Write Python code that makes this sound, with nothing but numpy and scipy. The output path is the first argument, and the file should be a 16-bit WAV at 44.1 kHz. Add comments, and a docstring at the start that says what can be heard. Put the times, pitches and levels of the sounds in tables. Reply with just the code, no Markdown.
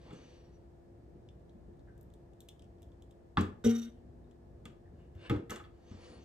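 """A wooden-framed wire cutter swings down through a soap loaf on a kitchen counter, near a two-port
microphone. First friction makes the pivot rub and squeak; from 1.3 s the wire ticks through the soap in
small slips. At 3.4 s the arm strikes the base, and at 3.6 s the freed wire twangs and buzzes in its slot.
After 5 s the slice drops and is pushed aside, and the pivot squeaks again.
A fridge hums throughout in the small room."""
import sys
import numpy as np
from scipy import signal
from scipy.fft import rfft, irfft, next_fast_len
from scipy.io import wavfile
from scipy.ndimage import uniform_filter1d

SR = 44100
rng = np.random.default_rng(int(sys.argv[2]) if len(sys.argv) > 2 else 0)


def wav_out(sig):
    """Save sig, one row per channel (or a flat mono array), as 16-bit PCM at SR to the path in sys.argv[1]."""
    wavfile.write(sys.argv[1], SR, np.round(np.clip(np.atleast_2d(sig).T, -1, 1) * 32767).astype(np.int16))


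N = 275303
T = np.arange(N) / SR
RELEASE_S = 3.641  # the wire springs free

# a finger damps the wire: t/s, gain/dB
FINGER_DAMPING = [(0, 0), (3.885, 0), (3.905, -12)]


def knocks():
    """Impact excitation: a rough contact cracks and clatters; the modes of the base answer 3.5 ms later."""
    # t/s, crack/dB, hardness/dB, top band gain/dB, thud/dB, place (0 counter, 1 board, 2 hollow edge),
    # contact time/ms, factor on the t60 (less under a hand)
    blows = [(0.087, -76, -14, -2.5, -53.5, 1.1, 8.9, .9), (0.106, -53.5, -5.5, 1, -40, 1.6, 5.7, 1),
             (0.128, -59.5, -1.5, -11, -36.5, 1.74, 16, 0.48),
             (1.148, -78, -22, -2.5, -45.5, 1.3, 17, 0.71), (1.547, -78, -10, -2.5, -47, 1.2, 2.4, 1),
             (1.679, -83, -14, -2.5, -44, 1.2, 7.2, 0.96), (3.371, -18.5, -13, -13, -25.5, 0.91, 4.1, 0.9),
             (3.378, -47, -30, -4, -15.5, .95, 4.1, 0.81), (3.399, -50, -4, 2, -20.5, 0.9, 5.8, .9),
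             (3.409, -49, 3, -2, -30, 1.7, 4, .9), (3.647, -43.5, 1.5, 5, -29, 1.6, 5.1, 0.63),
             (4.654, -47.5, 0, -0.5, -40, 1.35, 4.3, 0.9), (5.151, -69.5, -0.5, 8, -40.5, 0.075, 7, 0.65),
             (5.296, -31.5, -6, 0, -25.5, 2.1, 8.3, 0.58), (5.305, -41, -22, -6, -17, 2.2, 4.2, .6),
             (5.310, -41, -20, -6, -18.5, 0.02, 6, 0.47), (5.320, -43, -24, -1, -22.5, 2.2, 5, 0.52),
             (5.344, -40.5, -32, -3, -31, 2.05, 8.4, 0.64), (5.360, -51, -5, -3, -28, 0.3, 9.9, 0.35),
             (5.496, -44, -0.5, 6, -39.5, 1.6, 14, 0.26), (5.506, -51.5, 7.5, 2, -48, 0.45, 2.4, 0.99),
             (5.509, -35.5, -42, -2.5, -34.5, 1.6, 4.9, 0.5), (5.537, -61, -9, -2.5, -52, 1.8, 6, 0.8),
             (5.559, -46.5, 0, -10, -41.5, 2.9, 5.5, 0.49), (5.594, -45.5, -17, 9, -55, 0.44, 14, 0.55),
             (5.638, -52.5, -8, -2.5, -55, 0.087, 18, 0.77), (5.91, -59.5, -5.5, -13, -35, 0.42, 9.1, 1)]
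    # lower and upper resonances of the arm: f/Hz, width/Hz, level/dB
    arm_low = [(844, 78, -6.5), (980, 160, -8), (1075, 60, -10), (1243, 160, 1), (1485, 130, -6.5),
               (1670, 250, -5.5)]
    arm_high = [(2070, 450, 6), (2723, 150, 0), (3416, 233, 0), (3390, 240, 0.5), (4380, 470, -4)]
    # modes of the counter, the base board and the air beneath: f/Hz, level/dB, t60/s
    counter = [(64.8, -7.5, 0.086), (91.6, 14.5, 0.31), (116, 7, 0.193)]
    board = [(199.6, 2.5, 0.17), (231.3, 4, 0.18)]
    hollow = [(295, -1.5, 0.19), (328, -3.5, 0.11), (417, -1.5, 0.16), (459, -8, 0.14), (535, -20, 0.18)]
    # radiation of the counter: f/Hz, gain/dB
    radiation = [(30, -17), (60, 0.5), (470, -1.5), (620, -9.5)]
    cracks, thuds, t = np.zeros(N), np.zeros(N), T[:SR // 5]
    ms = 1000 * t
    push = -np.sin(np.pi * np.minimum(ms / 2.28, 1)) ** 2
    clatter = np.exp(-t / 0.034) * np.minimum(t / 0.013, 1)
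    for s, crack_db, hard_db, top_db, thud_db, place, contact_ms, free in blows:
        contact = np.exp(-ms / contact_ms) * np.minimum(ms / (0.041 * contact_ms), 1)
        upper_db = crack_db + 4.5 + 0.71 * hard_db
        grit = rng.standard_normal((7, len(t)))
        for noise, modes, level_db in ((grit[0], arm_low, crack_db), (grit[1], arm_high, upper_db)):
            crack = 0
            for hz, width, db in modes:
                force = noise * contact ** (1 + hz / 4000)  # higher modes die sooner
                crack += peak(steep(force, hz, width), db + rng.standard_normal())
            add(cracks, s, peak(crack, level_db))
        rattle = grit[2] * (contact + undb(-19) * clatter)
        click = steep(rattle, 7450, 4000) + undb(top_db) * steep(rattle, 11800, 2300)
        add(cracks, s, peak(click, crack_db + 3 + 2.5 * hard_db))
        # the clatter is too dense to show single modes
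        add(cracks, s, peak(steep(grit[3] * clatter, 1300, 1000), crack_db - 11.5))
        add(cracks, s, peak(steep(grit[4] * clatter, 2800, 1900), upper_db - 13))
        rough = grit[5] * contact * np.minimum(ms / 2.5, 1)
        rough = np.convolve(rough, np.hanning(int(0.0018 * SR)))[:len(t)]
        thud = peak(steep(grit[6] * clatter, 269, 475), thud_db - 9)
        for k, modes in enumerate((counter, board, hollow)):
            body = ring(push + peak(rough, -8), np.array(modes) * [1, 1, free])
            thud += peak(body, thud_db - 11 * (place - k) ** 2)  # weaker away from the blow
        add(thuds, s + 0.0035, thud)
    return cracks + colour(thuds, radiation)


def wire_twang():
    """Free vibration: the released wire rings in decaying modes, most of them then damped by a finger."""
    # force pulses on release: t/s, level/dB
    plucks = [(3.645, -27), (3.6535, -26.5), (3.662, -18)]
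    # main modes, faint after-ring and upper partials of the wire: f/Hz, level/dB, t60/s
    modes = [(110, -13, 0.28), (231.5, -4, 0.51), (429, -7, 0.15), (464, -17, 0.33), (575, -43, 0.38),
             (742, -20, 0.32)]
    after_ring = [(245.4, -39.5, 3.4)]
    overtones = [(1220, -12.5, 1), (1530, -2, 1), (1483, 8, 0.29), (1870, -5.5, 0.96), (1970, -9, 0.51),
                 (2170, -11, 0.96), (2480, -3, 0.28), (2692, -23, .9), (2910, -6, 0.84), (2940, -8, 0.43),
                 (3470, -13, 0.76), (3720, 1, 1), (3700, -8.5, .9), (4030, -14, .8)]
    push, snap = np.zeros(N), np.zeros(N)
    for s, db in plucks:
        add(push, s, undb(db) * np.diff(np.hanning(100)))
    snap[int(RELEASE_S * SR)] = undb(-54)
    touch = undb(np.interp(T, *np.transpose(FINGER_DAMPING)))
    shimmer = sum(ring(snap, [mode]) * undb(4 * walk(44.5)) for mode in overtones)
    return ring(push, modes) * touch + ring(push, after_ring) + shimmer * touch ** 3


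def wire_buzz():
    """Periodic collision: the wire slaps its slot once a cycle, in bursts over a steadily fading buzz."""
    # bursts of slaps: t/s, level/dB, length/s
    slap_bursts = [(3.640, -49.5, 0.036), (3.691, -49, 0.0255), (3.748, -52, 0.022), (3.778, -52.5, 0.02),
                   (3.814, -54, 0.025), (3.84, -59.5, 0.02), (3.887, -72, 0.017), (3.914, -77, 0.0092)]
    # three groups of slot resonances: f/Hz, width/Hz, level/dB
    high = [(5820, 620, 4), (12500, 3600, -1.5)]
    middle = [(3637, 200, 5), (4700, 560, -6.5), (4020, 3800, -2)]
    broad = [(1348, 680, 6), (2170, 290, -0.5), (3060, 880, 8), (7700, 1200, -3.5), (8660, 590, -3)]  # the steadier rasp, from 1.3 to 8.7 kHz
    # drive of each group: burst gain/dB, burst fade/(dB/s), steady level/dB, steady t60/s
    drives = [(2, 6, -65, 0.6), (-4, -5, -54, 0.52), (-2, 31, -47.5, 0.71)]
    bursts, rise_s, fall_s = 0, 0.0048, 0.0025
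    for s, db, length in slap_bursts:
        bursts += undb(db) * np.clip((T - s) / rise_s, 0, 1) * np.clip((s + length - T) / fall_s + 1, 0, 1)
    cycles = np.cumsum(234.3 * (1 + 0.0065 * walk(90))) / SR
    slaps = unit(np.diff(np.floor(cycles), prepend=0)) + 0.75 * rng.standard_normal(N)
    touch = undb(np.interp(T, *np.transpose(FINGER_DAMPING)))
    age, out = np.maximum(T - RELEASE_S, 0), 0
    for slot, flicker_db, drive in zip((high, middle, broad), (2, 4.5, 3), drives):
        burst_db, fade_db, steady_db, t60 = drive
        steady = np.minimum(age / rise_s, 1) * undb(steady_db - 60 * age / t60) * touch
        envelope = np.hypot(bursts * undb(burst_db - fade_db * age), steady)
        out += envelope * unit(resonate(slaps, slot, flicker_db, rate=40))
    return out


def soap_ticks():
    """Stick-slip: each slip of the wire in the soap is a dry crackle at 3-4 kHz with a bright fizz."""
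    # t/s, body peak/dB, f/Hz, top fizz against the body/dB
    slips = [(1.2877, -53.5, 3300, -49), (1.494, -62.5, 3760, -32), (1.793, -64.5, 4000, -32),
             (1.978, -72, 3570, 14), (2.011, -72, 3590, 20), (2.0294, -81, 3310, 27),
             (2.102, -68, 3400, -7), (2.138, -59.5, 3600, -2), (2.334, -66, 3470, -8),
             (2.4048, -51.5, 3730, 6.5), (2.4175, -62, 3430, -18), (2.4867, -44, 3440, -4),
             (2.517, -65, 3320, -22), (2.594, -53.5, 3340, -13), (2.6208, -58.5, 3130, -9),
             (2.642, -66, 3220, -9), (2.783, -73, 3250, -25), (2.82, -62.5, 3300, 7),
             (2.829, -58.5, 3370, -2), (2.887, -74, 3200, -24), (2.9184, -64.5, 3200, -35),
             (3.022, -55, 3440, -9), (3.1097, -60.5, 3440, -5), (3.124, -68.5, 3350, -22.5),
             (4.311, -64.5, 3380, -8)]
    out, t = np.zeros(N), T[:SR // 5]
    decay = np.exp(-t / 0.0026) + undb(-19.5) * np.exp(-t / 0.022)
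    for s, db, hz, bright_db in slips:
        grit = rng.standard_normal((3, len(t))) * decay
        body = steep(grit[0], hz, 950) + 0.25 * steep(grit[0], 1.5 * hz, 2600)
        fizz = peak(steep(grit[1], 7970, 4300), db + 0.5 + 0.41 * bright_db)
        top = peak(steep(grit[2], 13000, 2400), db + bright_db)
        add(out, s, peak(body, db) + fizz + top)
    return out


def rubbing():
    """Sliding friction: dense grit drives resonances as the pivot turns and the soap slides on the board."""
    # resonances of the pivot, the soap and their common treble: f/Hz, width/Hz, level/dB
    pivot_bands = [(233, 110, 12), (480, 125, 12.5), (890, 770, 5), (1235, 72, -3), (1565, 96, -5.5),
                   (1910, 97, -5), (2180, 77, -11), (2900, 200, -9), (3790, 78, -10), (4330, 220, -6),
                   (4870, 790, -11), (2940, 3700, 6.5)]
    soap_bands = [(388, 300, 10), (1070, 410, -2), (1270, 200, -5), (1620, 340, 5), (2230, 260, -1),
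                  (2830, 470, 4), (3580, 250, -3.5), (4160, 1100, -4), (8200, 390, -13)]
    treble_bands = [(5900, 4800, 3), (7280, 740, 2.5), (9200, 470, -29), (12300, 8800, -15)]
    # moves of arm and soap: loudest t/s, gain/dB, rise/(dB/s), fall/(dB/s), treble gain/dB
    turns = [(.118, -73.5, 60, 30.5, -13.5), (6.05, -72, 44, 28, -4.5)]
    slides = [(5.002, -85.5, 200, 132.5, -10), (5.215, -76.5, 150, 202, -11), (5.264, -63, 256, 348, -26),
              (5.514, -58.5, 3001, 145, -9.5)]
    grit = rng.standard_normal(N) * undb(1.7 * rng.exponential(size=N))
    pivot, soap, treble = (resonate(grit, bands, 2.2) for bands in (pivot_bands, soap_bands, treble_bands))
    out = 0
    for body, moves in ((pivot, turns), (soap, slides)):
        for s, db, rise, fall, treble_db in moves:
            drop_db = np.where(T < s, rise * (s - T), fall * (T - s))
            envelope = undb(db - drop_db - 0.037 * drop_db ** 2)  # steeper as the move slows
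            out += envelope * (body + undb(treble_db) * treble)
    return out


def pivot_squeaks():
    """Frictional oscillation: the pivot sings a thin, wavering tone that glides faster towards its end."""
    # t/s, length/s, first f/Hz, last f/Hz, level/dB, fade/dB
    squeaks = [(0, 0.091, 6000, 5900, -81, 13), (0.131, 0.37, 6150, 5530, -71, 14),
               (0.509, 0.075, 5880, 5790, -83.5, -5), (5.818, 0.11, 5980, 6420, -82, -12),
               (5.9, 0.057, 5800, 5700, -75, -4), (5.982, 0.21, 9440, 9140, -80, -2),
               (6.198, 0.083, 6100, 6050, -74, 0)]
    out = 0
    for s, length, first_hz, last_hz, db, fade_db in squeaks:
        progress = np.clip((T - s) / length, 0, 1)
        hz = (first_hz + (last_hz - first_hz) * progress ** 1.5) * (1 + 0.011 * walk(500))
        gate = np.clip(np.minimum(T - s, s + length - T) / 0.029, 0, 1)
        out += gate * undb(db - fade_db * progress + 2 * walk(90)) * tone(hz)
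    return out


def pings():
    """Damped resonance: small, far rings, each a narrow band of decaying noise."""
    # t/s, peak level/dB, f/Hz, t60/s
    rings = [(1.873, -60, 1600, 0.31), (4.24, -76.5, 3720, 0.16), (4.851, -66.5, 1740, 0.2)]
    out, t = np.zeros(N), T[:SR // 5]
    for s, db, hz, t60 in rings:
        grit = rng.standard_normal(len(t)) * np.minimum(t / 0.0018, 1) * undb(-60 * t / t60)
        add(out, s, peak(steep(grit, hz, 250), db))
    return out


def fridge_hum():
    """Forced vibration: the fridge gives steady tones that waver slightly in pitch and level."""
    # f/Hz, rms level/dB
    tones = [(64.6, -72.5), (344.5, -64), (689.1, -78), (1707, -91)]
    return sum(undb(db + 0.43 * walk(11)) * tone(hz * (1 + 0.00297 * walk(8))) for hz, db in tones)


def kitchen_air():
    """Broadband air and motor noise, its bass flickering, with a resonance of the fridge fan's housing."""
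    # f/Hz, relative spectral density/dB
    spectrum = [(12, -62), (20, -11), (66, -0.5), (115, -6), (174, -8), (199, -11.5), (347, -14),
                (377, -13), (693, -21), (1140, -34.5), (3270, -47.5), (7510, -50.5), (10500, -52),
                (13100, -48.5), (15000, -70)]
    air = colour(rng.standard_normal(N), spectrum)
    air += band(air, 80, 260) * (undb(2.43 * walk(7.4)) - 1)
    fan = undb(-33.5 + 2 * walk(16)) * unit(steep(rng.standard_normal(N), 1744, 420))
    return undb(-55.5) * (unit(air) + fan)


def reverberation(x):
    """Diffuse reflection: the room's impulse response is noise that dies away band by band."""
    # f/Hz, level/dB, t60/s
    bands = [(150, -8, 0.21), (433, 3.5, 0.43), (1400, 2.5, 0.35), (4127, -11, 0.22), (9780, 2.5, 0.25)]
    t = T[:int(0.6 * SR)]
    noise = rng.standard_normal(len(t)) * np.minimum(t / 0.0035, 1)
    response = sum(steep(noise, hz, 2.03 * hz) * undb(db - 60 * t / t60) for hz, db, t60 in bands)
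    return undb(-10) * signal.fftconvolve(x, response / np.sqrt(0.025 * SR))[:N]


def ring(force, modes):
    """Modal superposition: a force drives damped modes (f/Hz, level/dB, t60/s)."""
    out = 0
    for hz, db, t60 in modes:
        pole = np.exp(2j * np.pi * hz / SR - np.log(1000) / (t60 * SR))
        out += undb(db) * signal.lfilter([1], [1, -pole], force).imag
    return out


def resonate(x, bands, flicker_db, rate=20):
    """Parallel resonances of alternating sign, each flickering on its own."""
    return sum((-1) ** k * undb(db + flicker_db * walk(rate)) * unit(steep(x, hz, width))
               for k, (hz, width, db) in enumerate(bands))


def band(x, hz, width):
    """Resonance with gain 1 at the centre."""
    return signal.lfilter(*signal.iirpeak(hz, hz / width, fs=SR), x)


def steep(x, hz, width):
    """Two equal resonances in cascade."""
    return band(band(x, hz, width), hz, width)


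def colour(x, spectrum):
    """Zero-phase filtering by a spectrum (f/Hz, gain/dB)."""
    hz, db = np.transpose(spectrum)
    size = next_fast_len(len(x))
    log_f = np.log(np.maximum(np.fft.rfftfreq(size, 1 / SR), 1))
    return irfft(rfft(x, size) * undb(np.interp(log_f, np.log(hz), db)), size)[:len(x)]


def walk(rate, step=16):
    """Random modulation: levels held 1 / rate s and smoothed twice; spread near 1."""
    hold, count = int(SR / rate / step), N // step + 2
    levels = np.repeat(rng.standard_normal(count // hold + 1), hold)
    smooth = uniform_filter1d(uniform_filter1d(levels, hold), hold)[:count]
    return 1.3 * np.interp(np.arange(N) / step, np.arange(count), smooth)


def tone(hz):
    """Sine of unit rms whose phase is the integral of frequency."""
    return np.sqrt(2) * np.sin(2 * np.pi * np.cumsum(hz) / SR)


def undb(db):
    return 10 ** (np.asarray(db) / 20)


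def unit(x):
    return x / np.sqrt(np.mean(x ** 2))


def peak(x, db):
    return x * undb(db) / np.max(np.abs(x))


def add(out, s, x):
    i = int(s * SR)
    out[i:i + len(x)] += x[:N - i]


def scene():
    """Superposition at two ports: direct sound, scatter and reverberation form mid and side signals."""
    # side against mid, for the counter sounds and the background: f/Hz, gain/dB
    near_ports = [(60, -18.5), (110, -14), (200, -18.5), (380, -7), (700, 4), (1290, -1), (2380, 0),
                  (4400, 0), (8120, -1), (15000, 2.5)]
    far_ports = [(60, -19), (110, -8.5), (200, -11), (380, -4), (700, 1.5), (1290, 1), (2380, -1),
                 (4400, 1.5), (8120, -4.5), (15000, 9)]
    twang, buzz = wire_twang(), wire_buzz()
    near = knocks() + soap_ticks() + pings() + twang + buzz + rubbing() + pivot_squeaks()
    room_feed = near - twang * (1 - undb(-8))  # the low twang stays close
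    air, hum = kitchen_air(), fridge_hum()
    # the counter top scatters sound differently to the two ports within a few ms
    t = T[:int(0.03 * SR)]
    scatter = rng.standard_normal(len(t)) * np.exp(-t / 0.003)
    scatter *= undb(-10) / np.sqrt(np.sum(scatter ** 2))
    mid = near + reverberation(room_feed) + air + hum
    lead = undb(-2.5) * signal.hilbert(near, next_fast_len(N)).imag[:N]  # one port is reached first
    near_side = signal.fftconvolve(near, scatter)[:N] + lead + reverberation(room_feed)
    far_side = signal.fftconvolve(hum, scatter)[:N] + kitchen_air()
    side = colour(near_side, near_ports) + colour(far_side, far_ports) - 0.3 * buzz  # buzz leans right
    return np.array([mid + side, mid - side]) * undb([[0.5], [-0.5]])


def record(dry):
    """Frequency response: the microphone loses deep bass, a band near 10 kHz and all above 15.9 kHz."""
    # f/Hz, gain/dB
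    response = [(25, -9.5), (55, -0.5), (9500, -4), (10100, -17), (10900, -18), (11400, -10.5),
                (14000, -10.5), (14800, -15)]
    heard = np.array([colour(x, response) for x in dry])
    return signal.sosfilt(signal.ellip(8, 0.2, 70, 15900, fs=SR, output="sos"), heard)


dry = scene()
out = record(dry)
wav_out(out)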